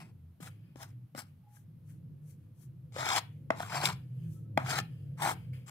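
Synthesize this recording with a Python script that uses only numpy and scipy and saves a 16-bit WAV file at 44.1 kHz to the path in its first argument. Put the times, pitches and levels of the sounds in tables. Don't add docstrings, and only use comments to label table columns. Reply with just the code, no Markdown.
import sys
import numpy as np
from scipy import signal
from scipy.io import wavfile
from scipy.ndimage import uniform_filter1d

SR = 44100
rng = np.random.default_rng(int(sys.argv[2]) if len(sys.argv) > 2 else 0)


def wrap_up_sound(samples):
    columns = np.atleast_2d(samples).T
    tamed = np.clip(columns, -1, 1)
    steps = np.round(tamed * 32767).astype(np.int16)
    wavfile.write(sys.argv[1], SR, steps)


N = 251370

# freq_hz, density_db
HUM_SPECTRUM = [(12, -88), (20, -44), (32, -41.5), (53, -22.5), (86, -12.5), (134, 2), (168, -7),
                (229, -20), (338, -24), (398, -34.5), (512, -29.5), (577, -40.5), (700, -44.5),
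                (910, -99.5), (1540, -120)]
# time_s, level_db
HUM_LEVEL = [(0.0, -49), (0.38, -56), (0.44, -44.5), (0.65, -52), (1.03, -50.5), (1.11, -61), (1.17, -51),
             (1.57, -60), (1.6, -53), (1.94, -48.5), (2.6, -52), (3.78, -43.5), (4.09, -46), (4.14, -43),
             (5.64, -44.5), (5.7, -55)]
# pitch_hz, drift_share, then level_db (re the hum) at each of DRONE_TIMES
DRONES = [(102.9, .07, -5, -4.5, -7, -9, -7.5, -8.5), (128.75, .04, -8.5, -13, -9.5, -7.5, -3.5, -0.5),
          (153.8, .04, -27, -19, -5.5, -8, -4, -17)]
DRONE_TIMES = (0, 1.5, 1.75, 3.0, 4.3, 5.7)
# freq_hz, density_db
HISS_SPECTRUM = [(290, -35), (500, -15.5), (600, -7.5), (1150, -10.5), (1900, -15), (2800, -16),
                 (7300, -26), (9000, -24), (10000, -19), (14200, -16.5), (14900, -25.5), (15700, -26)]
# freq_hz, correlation
PORT_LIKENESS = [(30, .5), (70, .975), (150, .96), (300, .7), (700, .4), (3000, .2), (15000, .1)]
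# time_s, pressure_db, brightness_db, bottom_hz
SCRAPES = [
    [(0.0, -49.5, -11, 684), (0.034, -63.5, -7.5, 883), (0.12, -82.5, -6, 835)],
    [(0.402, -67.5, 7, 1180), (0.43, -58.5, 2, 1240), (0.476, -52, -2, 1250), (0.5, -66.5, -3, 1220)],
    [(0.765, -62, 1, 761), (0.783, -63.5, -2, 810), (0.831, -46, -2.5, 756), (0.855, -65.5, -3, 820),
     (0.92, -85, 4, 806)],
    [(1.155, -54, -15.5, 836), (1.171, -60, 7, 1216), (1.193, -46.5, 4, 1270), (1.249, -73.5, -3.5, 1270),
     (1.29, -85, 7, 979)],
    [(2.92, -75, 2, 597), (2.99, -39, -10.5, 540), (3.042, -37, -12.5, 1290), (3.086, -35.5, -10, 1310),
     (3.132, -34.5, -11.5, 787), (3.182, -34.5, -3, 890), (3.205, -57, -6, 850)],
    [(3.515, -35.5, -28.5, 788), (3.54, -44, -33.5, 860), (3.585, -54.5, -3.5, 825),
     (3.601, -44, -11.5, 810), (3.68, -57.5, -1, 1140)],
    [(3.67, -53.5, -12, 925), (3.75, -33.5, -13.5, 740), (3.802, -43.5, -10, 750), (3.842, -32, -10, 746),
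     (3.854, -40, 6.5, 858), (3.898, -36.5, -14, 880), (3.935, -57, -3, 910), (3.97, -81, -3, 910)],
    [(4.586, -34.5, -34, 900), (4.622, -47, -18.5, 847), (4.655, -52, -10, 814)],
    [(4.645, -50, -12, 1090), (4.699, -37.5, -5, 1326), (4.75, -37, -12.5, 1235), (4.789, -37, -4, 1188),
     (4.82, -61.5, -4.5, 1170)],
    [(5.17, -62.5, -8.5, 910), (5.224, -34.5, -7, 853), (5.254, -28.5, -12.5, 818),
     (5.31, -37.5, -3.5, 854), (5.345, -54.5, -1.5, 878)],
    [(5.66, -68.5, 6, 1134), (5.7, -50.5, -2, 1065)],
]
# wall_db (re pressure), wall_hz, bare_steel_db (how freely the modes ring)
SCRAPE_SPOTS = [(3.5, 2700, -13), (-4.5, 2730, -2.5), (-6.5, 3750, -3.5), (-4.5, 4000, -7), (3, 3400, -3.5),
                (-1.5, 3500, 0.5), (2.5, 4500, 1), (-3, 2200, -2.5), (1.5, 4500, -1), (-7, 3510, 0.5),
                (-6.5, 2800, -1)]
# pitch_hz, width_hz, level_db
BOWL_MODES = [(883, 300, 6.5), (1498, 77, 1.5), (2424, 22, -29), (3174, 840, -5.5), (3996, 160, -11.5),
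              (4430, 180, -10.5), (5296, 300, -7), (5830, 43, -7.5), (6440, 180, -19), (6770, 330, -12),
              (7330, 36, -5), (7584, 78, 0), (8338, 260, -12.5), (8600, 44, -18), (9100, 41, -25),
              (9750, 26, -29.5), (10100, 62, -27.5), (13700, 270, -18), (13550, 530, -24),
              (14100, 51, -30.5)]
# freq_hz, level_db
CONTACT_SPECTRUM = [(240, -30), (400, -19.5), (615, 0.5), (822, 1.5), (1130, 1.5), (2330, -7),
                    (2720, -13.5), (3270, -25), (4800, -20), (6930, -27), (7720, -15.5), (15600, -27)]
# start_s, level_db, thump_db, brightness_db (both re level), bottom_hz, wall_hz
KNOCKS = [(0.403, -55, 18, -7, 1570, 2760), (0.758, -45, 8, -6, 530, 3030),
          (0.804, -40, -26.5, -26, 850, 3580), (1.149, -34.5, 1.5, -12, 550, 2960),
          (1.179, -34, -2, -19.5, 1500, 4520), (1.568, -49.5, -20, -23, 1600, 2860),
          (2.921, -60, 1, -8.5, 450, 3010), (2.963, -26, -27.5, -16, 518, 2800),
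          (2.987, -29.5, -21.5, -20, 540, 3530), (3.029, -24.5, -24.5, -20, 1387, 4050),
          (3.065, -23, -30, -8.5, 793, 3200), (3.089, -28.5, -33, 8.5, 1444, 3600),
          (3.103, -22.5, -30.5, -3.5, 1670, 3530), (3.161, -29, -35.5, 9.5, 775, 3380),
          (3.167, -22.5, -31.5, -15, 680, 3380), (3.179, -21.5, -39.5, -2, 963, 3380),
          (3.5043, -12, -10.5, -20.5, 652, 3200), (3.603, -23.5, -25, -16, 705, 3930),
          (3.63, -29.5, -26.5, -18.5, 1510, 3750), (3.721, -29, -25, -21.5, 1443, 3330),
          (3.746, -22, -29.5, -14, 760, 3900), (3.837, -20.5, -41, -20, 840, 3600),
          (3.855, -33.5, -27.5, 18.5, 1160, 3510), (3.902, -28, -36, -9, 950, 3720),
          (4.575, -10, -6.5, -16, 650, 3230), (4.662, -31.5, -22, -16, 1380, 3280),
          (4.787, -21, -29.5, -1.5, 1749, 4040), (4.8, -31, -35, 0.5, 1258, 2860),
          (5.221, -34.5, -22, -19, 860, 3570), (5.273, -22, -29.5, -20, 729, 3310),
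          (5.312, -25.5, -35.5, -19.5, 770, 3000)]
# loudest_s, rustle_db, crumbs_db, crumbs_hz, rise_s, fall_s
STIRS = [(0.504, -71.5, -68.5, 2220, 0.00965, 0.12), (0.659, -92, -77.5, 2430, 0.33, 0.39),
         (.905, -77, -73.5, 2000, 0.0105, 0.07), (1.285, -79, -78, 2500, 0.0087, .1),
         (1.563, -63, -73.5, 1600, 0.084, 0.084), (1.904, -66.5, -74, 1440, .065, .09),
         (2.308, -62.5, -77.5, 2100, 0.0878, 0.06), (2.441, -85, -86, 1200, 0.22, .1),
         (2.63, -62, -76, 1100, .085, 0.06), (3.209, -63, -74, 3200, 0.0114, .1),
         (3.33, -82.5, -80, 2200, 0.16, 0.293), (3.959, -71.5, -68.5, 3213, .01, 0.18),
         (4.25, -74.5, -73.5, 2605, 0.33, 0.17), (4.336, -65, -79.5, 2491, 0.1105, 0.13),
         (4.83, -68, -69.5, 2780, 0.011, 0.1), (4.93, -78, -73.5, 2650, 0.218, 0.6),
         (5.345, -69, -63, 2286, .01, 0.219), (5.439, -82, -76, 2300, .15, 0.218),
         (5.534, -67.5, -61, 2217, .008, 0.18)]
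# freq_hz, density_db
RUSTLE_SPECTRUM = [(2350, -37), (4000, -18.5), (4430, -14.5), (5410, -7.5), (6130, -5), (7620, -6),
                   (9040, -5.5), (10000, -4), (12100, -6.5), (13900, -4), (15600, -19)]
# freq_hz, density_db
CRUMB_SPECTRUM = [(710, -21.5), (1200, -10.5), (1820, 0.5), (1970, -7), (2260, -1), (3140, 2.5), (3840, -8),
                  (5000, -2.5), (6500, -43), (11000, -120)]
# start_s, pitch_hz, level_db, fade_s (to 20 dB down)
FAR_TONES = [(1.43, 831, -66, .14), (4.335, 1306, -78.5, .04), (4.43, 1306, -80, .035)]
# freq_hz, t60_s
KITCHEN_DECAY = [(300, 0.38), (1000, .24), (3000, 0.32), (7000, 0.087), (14000, 0.21)]
# freq_hz, gain_db
RIGHT_COLOUR = [(100, -20.5), (400, -3), (1500, -2.5), (2500, -1), (3800, -4.5), (5000, -6), (6500, -19),
                (7600, -32.5), (8800, -21), (10400, -1), (12000, -12), (14300, -17.5), (15200, -47.5)]
# freq_hz, lag_rad
RIGHT_LAG = [(0, 0), (500, .6), (1100, 1.5), (2300, 1.1), (3300, 5.5), (4500, 8.5), (16000, 37)]
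# freq_hz, waver_rad
RIGHT_WAVER = [(200, .35), (700, .3), (1500, .55), (4000, .95), (9000, 1.7), (15000, 2.1)]

HUMP_DB, HISS_DB = -2.5, -79.5
DRONE_WAVER_DB, DRONE_PACE = 2.5, 4.16
WALL_DRIFT_SHARE, WALL_SLOPE = 0.057, 0.66
RASP_DB, RASP_SLOPE = 2, 0.26
KNOCK_DECAY_S, KNOCK_FIZZ_DB, CUSHION_HZ, THUMP_HZ = 0.0026, -8, 1500, 261
STIR_SWELL_DB, TONE_RISE_S = 23, 0.035
LOW_SPLIT_HZ, HIGH_SPLIT_HZ, BAND_LIMIT_HZ = 2600, 6500, 15790


def amp(db):
    return 10 ** (np.asarray(db) / 20)


def unit_rms(x):
    return x / np.sqrt(np.mean(x ** 2) + 1e-20)


def at_freq(table, hz):
    freq_hz, value = np.transpose(table)
    return np.interp(np.log(hz + 1), np.log(freq_hz + 1), value)


def add(mix, start_s, sound):
    part = mix[round(start_s * SR):][:len(sound)]
    part += sound[:len(part)]


def wander(count, pace):
    steps = rng.standard_normal(int(count / SR * 40) + 3)
    steps = signal.lfilter([1], [1, -np.exp(-pace / 10)], steps)
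    return unit_rms(np.interp(np.arange(count) / SR * 40, np.arange(len(steps)), steps - steps.mean()))


def patches(noise, bins, frames):
    return unit_rms(uniform_filter1d(uniform_filter1d(noise, bins, axis=0), frames, axis=1))


def impulse(spectrum):
    hz = abs(np.fft.fftfreq(4096, 1 / SR))
    log_gain = np.log(amp(np.maximum(at_freq(spectrum, hz), -100)))
    return np.fft.ifft(np.exp(np.conj(signal.hilbert(log_gain)))).real[:2048]


def resonate(x, hz, *widths_hz):
    turn = np.exp(2j * np.pi * np.cumsum(hz * np.ones(len(x))) / SR)
    for width_hz in widths_hz:
        pole = np.exp(-np.pi * width_hz / SR)
        x = 2 * (turn * signal.lfilter([1 - pole], [1, -pole], x / turn)).real
    return x


def band(x, kind, hz, order=4):
    return signal.sosfilt(signal.butter(order, hz, kind, fs=SR, output="sos"), x)


def split(x):
    upper = band(x, "high", LOW_SPLIT_HZ)
    mid, high = band(upper, "low", HIGH_SPLIT_HZ), band(upper, "high", HIGH_SPLIT_HZ)
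    return band(x, "low", LOW_SPLIT_HZ), mid, high


def room_noise(spectrum, patchy_db, size):
    frames, hz = 4 * N // size + 5, np.fft.rfftfreq(size, 1 / SR)
    left_re, left_im, apart_re, apart_im, unevenness = rng.standard_normal((frames, len(hz), 5)).T
    likeness = at_freq(PORT_LIKENESS, hz)[:, None]
    left = left_re + 1j * left_im
    right = likeness * left + np.sqrt(1 - likeness ** 2) * (apart_re + 1j * apart_im)
    gain = amp(at_freq(spectrum, hz)[:, None] + patchy_db * patches(unevenness, bins=10, frames=6))
    noise = signal.istft(gain * np.array([left, right]), nperseg=size, noverlap=3 * size // 4)[1]
    return unit_rms(noise[:, :N])


def drone(pitch_hz, drift_share, *levels_db):
    hz = pitch_hz * (1 + drift_share * wander(N, DRONE_PACE))
    waver = unit_rms(amp(DRONE_WAVER_DB * wander(N, DRONE_PACE)))
    level_db = np.interp(np.arange(N) / SR, DRONE_TIMES, levels_db)
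    return amp(level_db) * waver * unit_rms(resonate(rng.standard_normal(N), hz, 5, 3.4))


def hum():
    hump = amp(HUMP_DB) * room_noise(HUM_SPECTRUM, patchy_db=2.5, size=4096)
    level_db = np.interp(np.arange(N) / SR, *np.transpose(HUM_LEVEL))
    return amp(level_db) * (hump + sum(drone(*row) for row in DRONES))


def hiss():
    return amp(HISS_DB) * room_noise(HISS_SPECTRUM, patchy_db=0.1, size=1024)


def grit(count, per_s, spread_db, smooth):
    chance, size, noise = rng.random(count), rng.exponential(1, count), rng.standard_normal(count)
    clicks = np.sign(noise) * amp(spread_db * np.minimum(size, 4)) * (chance < per_s / SR)
    return unit_rms(clicks) + smooth * noise


def bowl_ring(touch_db, bare_steel_db):
    t = np.arange(2048) / SR
    modes = sum(amp(db + weight_db) * width * np.exp(-np.pi * width * t) * np.sin(2 * np.pi * hz * t)
                for (hz, width, db), weight_db in zip(BOWL_MODES, touch_db))
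    flour_damping = np.exp(-t / 0.0035)
    contact = unit_rms(impulse(CONTACT_SPECTRUM))
    return amp(bare_steel_db) * unit_rms(flour_damping * modes) + 1.28 * contact


def scrape(curve, wall_db, wall_hz, ring):
    times_s, *columns = np.transpose(curve)
    t = np.arange(times_s[0], times_s[-1], 1 / SR)
    pressure_db, brightness_db, bottom_hz = (np.interp(t, times_s, column) for column in columns)
    count = len(t)
    drifting_hz = wall_hz * (1 + WALL_DRIFT_SHARE * wander(count, pace=8.9))
    slips = abs(grit(count, per_s=140, spread_db=1, smooth=0))
    judder = unit_rms(signal.lfilter([1], [1, -np.exp(-1 / (0.004 * SR))], slips))
    lumps = (4 + judder) * grit(count, per_s=1200, spread_db=0.5, smooth=0.75)
    dust = (2.1 + judder) * grit(count, per_s=3500, spread_db=2, smooth=1.7)
    rasp = unit_rms(split(signal.fftconvolve(lumps, ring)[:count])[0])
    _, mid, fizz = split(signal.fftconvolve(dust, ring)[:count])
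    bottom_note = unit_rms(resonate(lumps, bottom_hz, 370, 260))
    wall_note = unit_rms(resonate(dust, drifting_hz, 730, 730))
    bottom = unit_rms(amp(RASP_DB + RASP_SLOPE * brightness_db) * rasp + 0.49 * bottom_note)
    wall = unit_rms(unit_rms(mid) + 0.35 * wall_note)
    sound = bottom + amp(wall_db + WALL_SLOPE * brightness_db) * wall
    sound += amp(brightness_db) * unit_rms(fizz)
    return times_s[0], amp(pressure_db) * sound * signal.windows.tukey(count, min(1, 400 / count))


def knock(row, ring, crack):
    start_s, level_db, thump_db, brightness_db, bottom_hz, wall_hz = row
    t = np.arange(len(ring)) / SR
    envelope = (1 - np.exp(-t / 0.0003)) * np.exp(-t / KNOCK_DECAY_S)
    low, mid, fizz = split(signal.fftconvolve(crack * envelope[:len(crack)], ring)[:len(ring)])
    low = signal.lfilter([1], [1, -np.exp(-2 * np.pi * CUSHION_HZ / SR)], low)
    low, mid, fizz = (part / abs(part).max() for part in (low, mid, fizz))
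    thud = np.sin(2 * np.pi * bottom_hz * t) * np.sqrt(envelope)
    tick = np.sin(2 * np.pi * wall_hz * t) * envelope
    thump = np.sin(2 * np.pi * THUMP_HZ * t) * np.exp(-t / 0.00265)
    bottom = 0.55 * low + 0.5 * thud + amp(thump_db) * thump
    wall = 0.71 * mid + 0.67 * tick + amp(KNOCK_FIZZ_DB) * fizz
    return start_s, amp(level_db) * (bottom + amp(brightness_db) * wall)


def stir(loudest_s, rustle_db, crumbs_db, crumbs_hz, rise_s, fall_s):
    t = np.arange(-rise_s, fall_s, 1 / SR)
    count = len(t)
    swell = amp(-STIR_SWELL_DB * np.maximum(-t / rise_s, t / fall_s)) * signal.windows.tukey(count, 0.04)
    grains = grit(count, per_s=10000, spread_db=-7, smooth=1.6)
    rustle = unit_rms(signal.fftconvolve(grains, impulse(RUSTLE_SPECTRUM))[:count])
    crumbs = unit_rms(signal.fftconvolve(grains, impulse(CRUMB_SPECTRUM))[:count])
    crumbs = unit_rms(crumbs + 0.7 * unit_rms(resonate(grains, crumbs_hz, 400)))
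    return loudest_s - rise_s, (amp(rustle_db) * rustle + amp(crumbs_db) * crumbs) * swell


def far_tone(start_s, pitch_hz, level_db, fade_s):
    t = np.arange(0, TONE_RISE_S + 2 * fade_s, 1 / SR)
    rise = np.minimum(t / TONE_RISE_S, 1)
    fade = amp(-20 * (np.maximum(t - TONE_RISE_S, 0) / fade_s) ** 2)
    waver = 1 + 0.39 * unit_rms(uniform_filter1d(rng.standard_normal(len(t)), size=900))
    return start_s, np.sqrt(2) * amp(level_db) * rise * fade * waver * np.sin(2 * np.pi * pitch_hz * t)


def kitchen_reverb(x):
    taps = np.zeros((2, SR // 2))
    slots = np.arange(200, SR // 2 - 20, 20)
    arrivals = slots + rng.integers(0, 20, (2, len(slots)))
    np.put_along_axis(taps, arrivals, rng.choice([-1., 1.], arrivals.shape), 1)
    hz, t, spectra = signal.stft(taps, SR, nperseg=256)
    decay = amp(-60 * t / at_freq(KITCHEN_DECAY, hz)[:, None])
    tail = signal.istft(spectra * decay, SR, nperseg=256)[1]
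    return signal.fftconvolve(x[None], tail / np.linalg.norm(tail[0]), axes=1)[:, :N]


def microphone_ports(left, right):
    hz, t, spectra = signal.stft(right, SR, nperseg=256, noverlap=192)
    drift = patches(rng.standard_normal((len(t), len(hz))).T, bins=4, frames=10)
    frame_samples = np.minimum(t * SR, N - 1).astype(int)
    sway = 1 + 0.13 * wander(N, pace=4.2)[frame_samples]
    lag_rad = np.interp(hz, *np.transpose(RIGHT_LAG))[:, None] * sway
    lag_rad += at_freq(RIGHT_WAVER, hz)[:, None] * drift
    spectra = spectra * amp(at_freq(RIGHT_COLOUR, hz))[:, None] * np.exp(-1j * lag_rad)
    return np.array([left, signal.istft(spectra, SR, nperseg=256, noverlap=192)[1][:N]])


def scene():
    spoon, far = np.zeros(N), np.zeros(N)
    touches_db = 4 * rng.standard_normal((len(SCRAPES), len(BOWL_MODES)))
    for curve, (wall_db, wall_hz, bare_steel_db), touch_db in zip(SCRAPES, SCRAPE_SPOTS, touches_db):
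        add(spoon, *scrape(curve, wall_db, wall_hz, bowl_ring(touch_db, bare_steel_db)))
    for row in KNOCKS:
        crack = rng.standard_normal(768)
        ring = bowl_ring(touch_db=3 * rng.standard_normal(len(BOWL_MODES)), bare_steel_db=0)
        add(spoon, *knock(row, ring, crack))
    for row in STIRS:
        add(spoon, *stir(*row))
    for row in FAR_TONES:
        add(far, *far_tone(*row))
    spoon = band(spoon, "high", hz=170, order=3)
    left, right = spoon + amp(-17) * kitchen_reverb(spoon)
    close = amp(2) * microphone_ports(left, right)
    return close + far + hum() + hiss()


def record(dry):
    lowpass = signal.firwin(1023, BAND_LIMIT_HZ, window=("kaiser", 9), fs=SR)
    return signal.oaconvolve(dry, lowpass[None], "same")


dry = scene()
out = record(dry)
wrap_up_sound(out)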